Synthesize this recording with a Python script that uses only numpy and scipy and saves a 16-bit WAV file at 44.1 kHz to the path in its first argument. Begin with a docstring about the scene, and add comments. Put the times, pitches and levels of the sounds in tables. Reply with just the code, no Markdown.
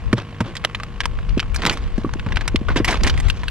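"""Plastic snaps and knocks over wind rumble: hands shift frozen bottles and ice in a cooler on a small boat.
Bottle walls buckle and snap, bottles crunch over ice and knock the cooler's panels, empty ones ring hollow.
A small air pump purrs nearby; hull and water murmur below it.
Wind buffets the two microphone ports of a head-worn camera, the left one most."""
import sys
import numpy as np
from scipy import signal
from scipy.fft import rfft, irfft, next_fast_len
from scipy.io import wavfile
from scipy.ndimage import map_coordinates

SR = 44100
rng = np.random.default_rng(int(sys.argv[2]) if len(sys.argv) > 2 else 0)


def pcm_store(signal):
    """Save signal as 16-bit PCM."""
    levels = np.round(np.clip(np.atleast_2d(signal), -1, 1) * 32767)
    wavfile.write(sys.argv[1], SR, levels.astype(np.int16).T)


N = 154350

# hull and water spectrum: f/Hz, level/dB
WATER_SPECTRUM = [(18, -40), (30, -3), (130, 1), (216, -7.5), (400, -16.5), (880, -120)]
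# wind strength: t/s, level/dB
GUSTS = [(0, -34), (.06, -24), (.3, -50.5), (.6, -35), (.95, -38), (1.15, -23.5), (1.32, -25), (1.52, -30),
         (1.65, -27), (1.98, -27.5), (2.2, -28.5), (2.4, -23), (2.64, -30), (2.72, -18.5), (2.95, -28.5),
         (3.05, -17.5), (3.5, -24.5)]
# turbulence spectrum at a port: f/Hz, level/dB
BUFFET_SPECTRUM = [(10, -22), (28, -1.5), (43, -2.5), (70, -8), (150, -23.5), (400, -42.5), (900, -120)]
# pump housing resonances: f/Hz, width/Hz, level/dB
HOUSING_MODES = [(100, 29, 8.5), (200, 76, 3.5), (477.6, 13.7, 6), (1074, 66, 0.5), (2990, 200, -10.5)]
# valve hiss spectrum: f/Hz, level/dB
VALVE_SPECTRUM = [(290, -62), (500, -3), (974, -7.5), (2690, -9), (16000, -42)]
# bottles sliding over ice: t/s, length/s, level/dB, treble/dB
SLIDES = [(0.162, 0.066, -25.5, -1.5), (0.432, 0.11, -33.5, -7.5), (1.562, 0.1, -31, -3.5),
          (1.606, 0.18, -22, -1), (1.764, 0.17, -37.5, -1.5), (1.92, 0.18, -42, 3), (2.217, 0.37, -34, -11),
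          (2.677, 0.095, -29, -9), (2.754, 0.053, -18.5, 0.5), (2.854, 0.16, -19.5, -3.5),
          (2.987, 0.19, -23.5, -3.5), (3.091, 0.35, -35.5, 2), (3.31, 0.29, -48.5, 9)]
# ice crunch spectrum: f/Hz, level/dB
CRUNCH_SPECTRUM = [(88, -31), (150, -4.5), (341, -4.5), (514, -10.5), (1020, -11.5), (1940, -14),
                   (3490, -15.5), (12000, -37)]
# empty bottles ringing: t/s, level/dB, f/Hz
POPS = [(2.048, -18.5, 1140), (2.688, -14.5, 1485)]
# bottles hitting the cooler: t/s, level/dB, f/Hz (push, before PUSH_PITCH_RATIO), ring/dB
KNOCKS = [(0.128, -2, 200, -9.5), (0.404, -7.5, 155.3, -9.5), (0.646, -14, 555, -13),
          (1.37, -6.5, 215, -14), (1.65, -12, 204, -12), (1.978, -10, 190, -13), (2.043, -10.5, 272, -15),
          (2.061, -16, 198, -17), (2.154, -19, 222, -13), (2.261, -14, 141, -9.5), (2.543, -6, 216, -14),
          (2.611, -14.5, 196, -17.5), (2.688, -14.5, 393, -11), (2.758, -10.5, 258, -15),
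          (2.799, -7, 255, -9.5), (3.014, -15, 158, -12.5)]
# cooler panel modes: f/Hz, level/dB, t60/s
COOLER_MODES = [(118, 3, 0.14), (214.6, -4, 0.13), (321, 7, 0.041), (445, -4.5, 0.072), (605, 0, 0.032)]
# bottle walls and ice snapping: t/s, level/dB, f/Hz, treble/dB, t60/s
SNAPS = [(0.1283, -3, 954, -24.5, 0.026), (0.404, -9, 946, -25, 0.038), (0.5526, -16.5, 1820, -14, 0.029),
         (0.5664, -12, 3080, -15, 0.032), (0.6397, -14, 1180, -31.5, 0.054), (0.6478, 3, 3060, -9.5, 0.018),
         (0.697, -21.5, 1120, -55, 0.013), (0.7469, -7.5, 1770, -43, 0.031),
         (0.7989, -18, 1160, -56, 0.027), (0.833, -12, 1210, -13, 0.019), (1.0037, -3, 1670, -17, 0.028),
         (1.0118, -11.5, 1680, -29, 0.016), (1.034, -19, 1560, -36, 0.064), (1.055, -4.5, 970, -12, 0.02),
         (1.1878, -18, 980, -55, 0.016), (1.291, -22.5, 2300, -36, 0.023), (1.3768, -16, 2560, -35, 0.027),
         (1.3946, -1.5, 2870, -7, 0.0077), (1.4, -4, 2380, -34, 0.026), (1.4273, -16.5, 1120, -53, 0.02),
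         (1.544, -13, 2400, -5.5, 0.055), (1.5602, -7.5, 1720, -3.5, 0.028),
         (1.6192, -10.5, 1890, -46, 0.027), (1.635, -8, 1040, -51, 0.0071), (1.6515, -2.5, 1060, -16, 0.01),
         (1.6625, -2.5, 856, -7.5, 0.036), (1.6689, -3.5, 2000, -40, 0.023), (1.6958, -3, 2460, -30, 0.025),
         (1.71, -16.5, 1870, -14, 0.056), (1.7245, -15, 2230, -6.5, 0.076),
         (1.7716, -16, 1070, -17.5, 0.025), (1.9789, -21, 1620, -16, 0.021), (2.0914, -21, 960, -49, 0.022),
         (2.136, -15, 870, -15.5, 0.016), (2.195, -14, 1570, -66, 0.021), (2.2622, -18.5, 850, -65, 0.031),
         (2.287, -21, 1530, -48, 0.023), (2.321, -11.5, 1640, -53, 0.026), (2.358, -12, 2300, -39, 0.029),
         (2.3693, -4, 1480, -70, 0.023), (2.4084, -16, 1670, -27, 0.038), (2.4778, -3.5, 1500, -11, 0.025),
         (2.5586, -1.5, 1990, -33, 0.017), (2.684, -11.5, 1160, -57, 0.043),
         (2.701, -15.5, 1050, -63, 0.027), (2.7141, -18, 920, -59, 0.035), (2.7587, -11.5, 980, -39, 0.043),
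         (2.774, -16, 1460, -28, 0.047), (2.798, -19.5, 1040, -56, 0.085), (2.845, -3, 1980, -13, 0.05),
         (2.8781, -6, 2050, -18, 0.078), (2.906, -9.5, 1630, -15, 0.12), (2.924, -14.5, 1240, -46, 0.072),
         (2.9549, -14, 1490, -48, 0.027), (3.034, -1, 2130, 3, 0.021), (3.045, -11, 1720, -30, 0.051),
         (3.066, -12, 2430, -1, 0.026), (3.0724, -5.5, 1740, -14, 0.056), (3.0963, -5.5, 2950, -14, 0.031),
         (3.175, -13, 1910, -17, 0.03), (3.1994, -11.5, 2070, -7.5, 0.028),
         (3.2825, -17.5, 1950, -14, 0.06), (3.2991, -1, 2690, -14, 0.028), (3.433, -14.5, 994, -26, 0.031),
         (3.481, -6.5, 2730, -10.5, 0.031)]
# left port over right: f/Hz, level/dB
PORT_TILT = [(200, 0), (700, -2.5), (2400, .5), (8000, -6), (15000, -4)]
# left port behind right: f/Hz, lag/rad
PORT_LAG = [(100, 0), (1300, .35), (3400, 1), (15000, 2.2)]

HISS_DB, WATER_DB = -54, -36.5
WIND_LEFT_DB, WIND_RIGHT_DB, LUMP_DB, LUMP_RATE_HZ = 5.5, -1, 3.5, 19
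PUMP_HZ, PUMP_DB, PUMP_JITTER, PUMP_SMEAR_RAD = 52.1, -41, 0.00065, 0.61
VALVE_DB, VALVE_T60_S = -3.5, 0.1
GRAIN_RATE_HZ, GRAIN_SPREAD_DB, GRAIN_T60_S, SLIDE_RISE_SHARE = 1100, 5, 0.014, 0.3
POP_T60_S = 0.045
SINK_S, PUSH_CREST_CYCLES, PUSH_PITCH_RATIO = 0.0021, 0.69, 1.184
SNAP_Q, SNAP_RISE_S, SNAP_BROAD_DB, SNAP_TREBLE_HZ, SNAP_LOW_CUT_HZ = 9, 0.0015, -7, 4650, 477
CRACK_DB, CRACK_DELAY_S, CRACK_WIDTH_S = 2.5, 0.001202, 0.00006
SCATTER_DB, SCATTER_T60_S, SCATTER_LOW_CUT_HZ = -1, 0.01, 4500
MIC_ROLLOFF_HZ, BAND_LIMIT_HZ = 7220, 16000


def amp(db):
    """dB to gain."""
    return 10 ** (np.asarray(db) / 20)


def unit_rms(x):
    """Scale to rms 1."""
    return x / np.sqrt(np.mean(x ** 2) + 1e-20)


def log_interp(points, hz):
    """Read (f/Hz, value) points on a log axis."""
    f, value = np.transpose(points)
    return np.interp(np.log(hz + 1), np.log(f + 1), value)


def columns(table):
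    """Column vectors, one row per event."""
    return np.transpose(table)[:, :, None]


def wobble(rate_hz):
    """Smooth random curve, rate_hz knots a second."""
    knots = rng.standard_normal(int(N * rate_hz / SR) + 4)
    return map_coordinates(knots, [np.arange(N) * rate_hz / SR])


def filtered(x, response):
    """Apply a complex frequency response."""
    size = next_fast_len(x.shape[-1] + 4096)
    return irfft(rfft(x, size) * response(np.fft.rfftfreq(size, 1 / SR)), size)[..., :x.shape[-1]]


def resonance(f, hz, width_hz):
    """Causal band-pass response."""
    return 1j * f * width_hz / (hz * hz - f * f + 1j * f * width_hz)


def coloured(x, spectrum):
    """Shape by (f/Hz, level/dB) points, rms 1."""
    return unit_rms(filtered(x, lambda f: amp(log_interp(spectrum, f))))


def place(starts_s, sounds):
    """Sum short sounds into the track."""
    index = np.round(starts_s * SR).astype(int).reshape(-1, 1) + np.arange(sounds.shape[1])
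    return np.bincount(index.ravel(), sounds.ravel(), N + sounds.shape[1])[:N]


def water():
    """Low, steady murmur of hull and water."""
    return amp(WATER_DB) * coloured(rng.standard_normal(N), WATER_SPECTRUM)


def wind():
    """Lumpy low buffeting, different at each port."""
    gust_db = np.interp(np.arange(N) / SR, *np.transpose(GUSTS))
    return np.array([amp(gust_db + port_db + LUMP_DB * wobble(LUMP_RATE_HZ))
                     * coloured(rng.standard_normal(N), BUFFET_SPECTRUM)
                     for port_db in (WIND_LEFT_DB, WIND_RIGHT_DB)])


def pump():
    """One stroke a turn shakes the housing, overtones out of step; the valve hisses with each stroke."""
    turns = np.cumsum(PUMP_HZ * (1 + PUMP_JITTER * wobble(6.6))) / SR
    strokes = np.diff(np.floor(turns), prepend=0)
    overtone_rad = PUMP_SMEAR_RAD * rng.standard_normal(SR // 100)

    def housing(f):
        modes = sum((-1) ** k * amp(db) * resonance(f, hz, width_hz)
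                    for k, (hz, width_hz, db) in enumerate(HOUSING_MODES))
        phase_rad = np.interp(f / PUMP_HZ, np.arange(len(overtone_rad)), overtone_rad)
        return modes / (1 + (f / 4000) ** 4) * np.exp(1j * phase_rad)

    purr = unit_rms(filtered(strokes, housing))
    puffs = amp(-60 * (turns % 1) / PUMP_HZ / VALVE_T60_S) + 0.075
    valve = coloured(puffs * rng.standard_normal(N), VALVE_SPECTRUM)
    return amp(PUMP_DB) * (purr + amp(VALVE_DB) * valve)


def ice_crunch():
    """Dense tiny fractures and scrapes swell and fade with each slide; bare ice scrapes brighter."""
    t = np.arange(N) / SR
    fractures = (rng.random(N) < GRAIN_RATE_HZ / SR) * amp(GRAIN_SPREAD_DB * rng.standard_normal(N))
    envelope = signal.fftconvolve(fractures, amp(-60 * t[:SR // 20] / GRAIN_T60_S))[:N]
    grains = coloured(envelope * rng.standard_normal(N), CRUNCH_SPECTRUM)
    treble = filtered(grains, lambda f: f ** 2 / (f ** 2 + 2500 ** 2))
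    track = np.zeros(N)
    for start_s, length_s, db, treble_db in SLIDES:
        swell = np.interp(t - start_s, [0, SLIDE_RISE_SHARE * length_s, length_s], [0, 1, 0])
        track += amp(db) * swell * (grains - treble + amp(treble_db) * treble)
    return track


def bottle_pops():
    """The air in an empty bottle rings briefly."""
    start_s, db, hz = columns(POPS)
    t = np.arange(SR // 4) / SR
    return place(start_s, amp(db - 60 * t / POP_T60_S) * np.sin(2 * np.pi * hz * t))


def cooler_knocks():
    """The panel gives, swings hard for a cycle or two, then its modes ring on."""
    start_s, db, hz, ring_db = columns(KNOCKS)
    t = np.maximum(np.arange(SR // 4) / SR - SINK_S, 0)
    cycles = t * hz * PUSH_PITCH_RATIO
    age = cycles / PUSH_CREST_CYCLES
    push = np.sin(2 * np.pi * cycles) * age ** 2 * np.exp(2 * (1 - age))
    # each spot of the loaded panel rings differently
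    spread_db = rng.normal(0, 1.7, (len(KNOCKS), len(COOLER_MODES)))
    detune = 1 + 0.037 * rng.standard_normal(spread_db.shape)
    ring = sum(amp(mode_db + spread_db[:, [k]] - 60 * t / t60_s)
               * np.sin(2 * np.pi * mode_hz * detune[:, [k]] * t)
               for k, (mode_hz, mode_db, t60_s) in enumerate(COOLER_MODES))
    onset = 1 - np.exp(-(t / 0.0023) ** 2)
    return place(start_s, amp(db) * (push + amp(ring_db) * ring * onset))


def bottle_snaps():
    """The wall flips in one jerk; that crack and a dying splinter of noise ring it at its pitch."""
    start_s, db, hz, treble_db, t60_s = columns(SNAPS)
    t = np.arange(SR // 10) / SR
    envelope = amp(-60 * t / t60_s) * (1 - np.exp(-t / SNAP_RISE_S))
    splinter = envelope * rng.standard_normal(envelope.shape)
    crack = amp(CRACK_DB) * np.exp(-((t - CRACK_DELAY_S) / CRACK_WIDTH_S) ** 2)

    def wall(f):
        main_mode = resonance(f, hz, hz / SNAP_Q)
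        broad_body = amp(SNAP_BROAD_DB) * resonance(f, 1.84 * hz, 1.9 * hz) ** 2
        low_mode = amp(-9) * resonance(f, 0.6 * hz, 0.23 * hz)
        edge = amp(treble_db) * resonance(f, SNAP_TREBLE_HZ, SNAP_TREBLE_HZ)
        low_cut = (1j * f / (SNAP_LOW_CUT_HZ + 1j * f)) ** 2
        return (main_mode - broad_body + low_mode + edge) * low_cut

    snaps = filtered(splinter + crack, wall)
    return place(start_s, amp(db) * snaps / np.abs(snaps).max(axis=1, keepdims=True))


def scatter(x):
    """Short treble reflections, changing every 20 ms as hands and bottles move."""
    size = SR // 50
    blocks = np.pad(x, (0, -N % size)).reshape(-1, size)
    tails = rng.standard_normal(blocks.shape) * amp(-60 * np.arange(size) / SR / SCATTER_T60_S)
    tails /= np.linalg.norm(tails, axis=1, keepdims=True)
    wet = place(np.arange(len(blocks)) * size / SR, signal.fftconvolve(blocks, tails, axes=1))
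    return filtered(wet, lambda f: (1j * f / (SCATTER_LOW_CUT_HZ + 1j * f)) ** 2)


def mic_ports(x):
    """Sound reaches the right port first; each port hears its own scatter."""
    side = np.array([[0.5], [-0.5]])  # left, right
    pair = x + amp(SCATTER_DB) * np.array([scatter(x), scatter(x)])
    return filtered(pair, lambda f: amp(side * log_interp(PORT_TILT, f))
                    * np.exp(-1j * side * log_interp(PORT_LAG, f)))


def scene():
    """Near sources through the ports, plus wind and microphone self-noise."""
    near = water() + bottle_snaps() + cooler_knocks() + bottle_pops() + ice_crunch() + pump()
    return mic_ports(near) + wind() + amp(HISS_DB) * rng.standard_normal((2, N))


def record(dry):
    """The microphone dulls the top; the camera clips at full scale and limits the band."""
    dulled = filtered(dry, lambda f: 1 / (1 + 1j * f / MIC_ROLLOFF_HZ) ** 2 / (1 + (f / 13000) ** 6))
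    return filtered(np.clip(dulled, -1, 1), lambda f: f < BAND_LIMIT_HZ)


dry = scene()
out = record(dry)
pcm_store(out)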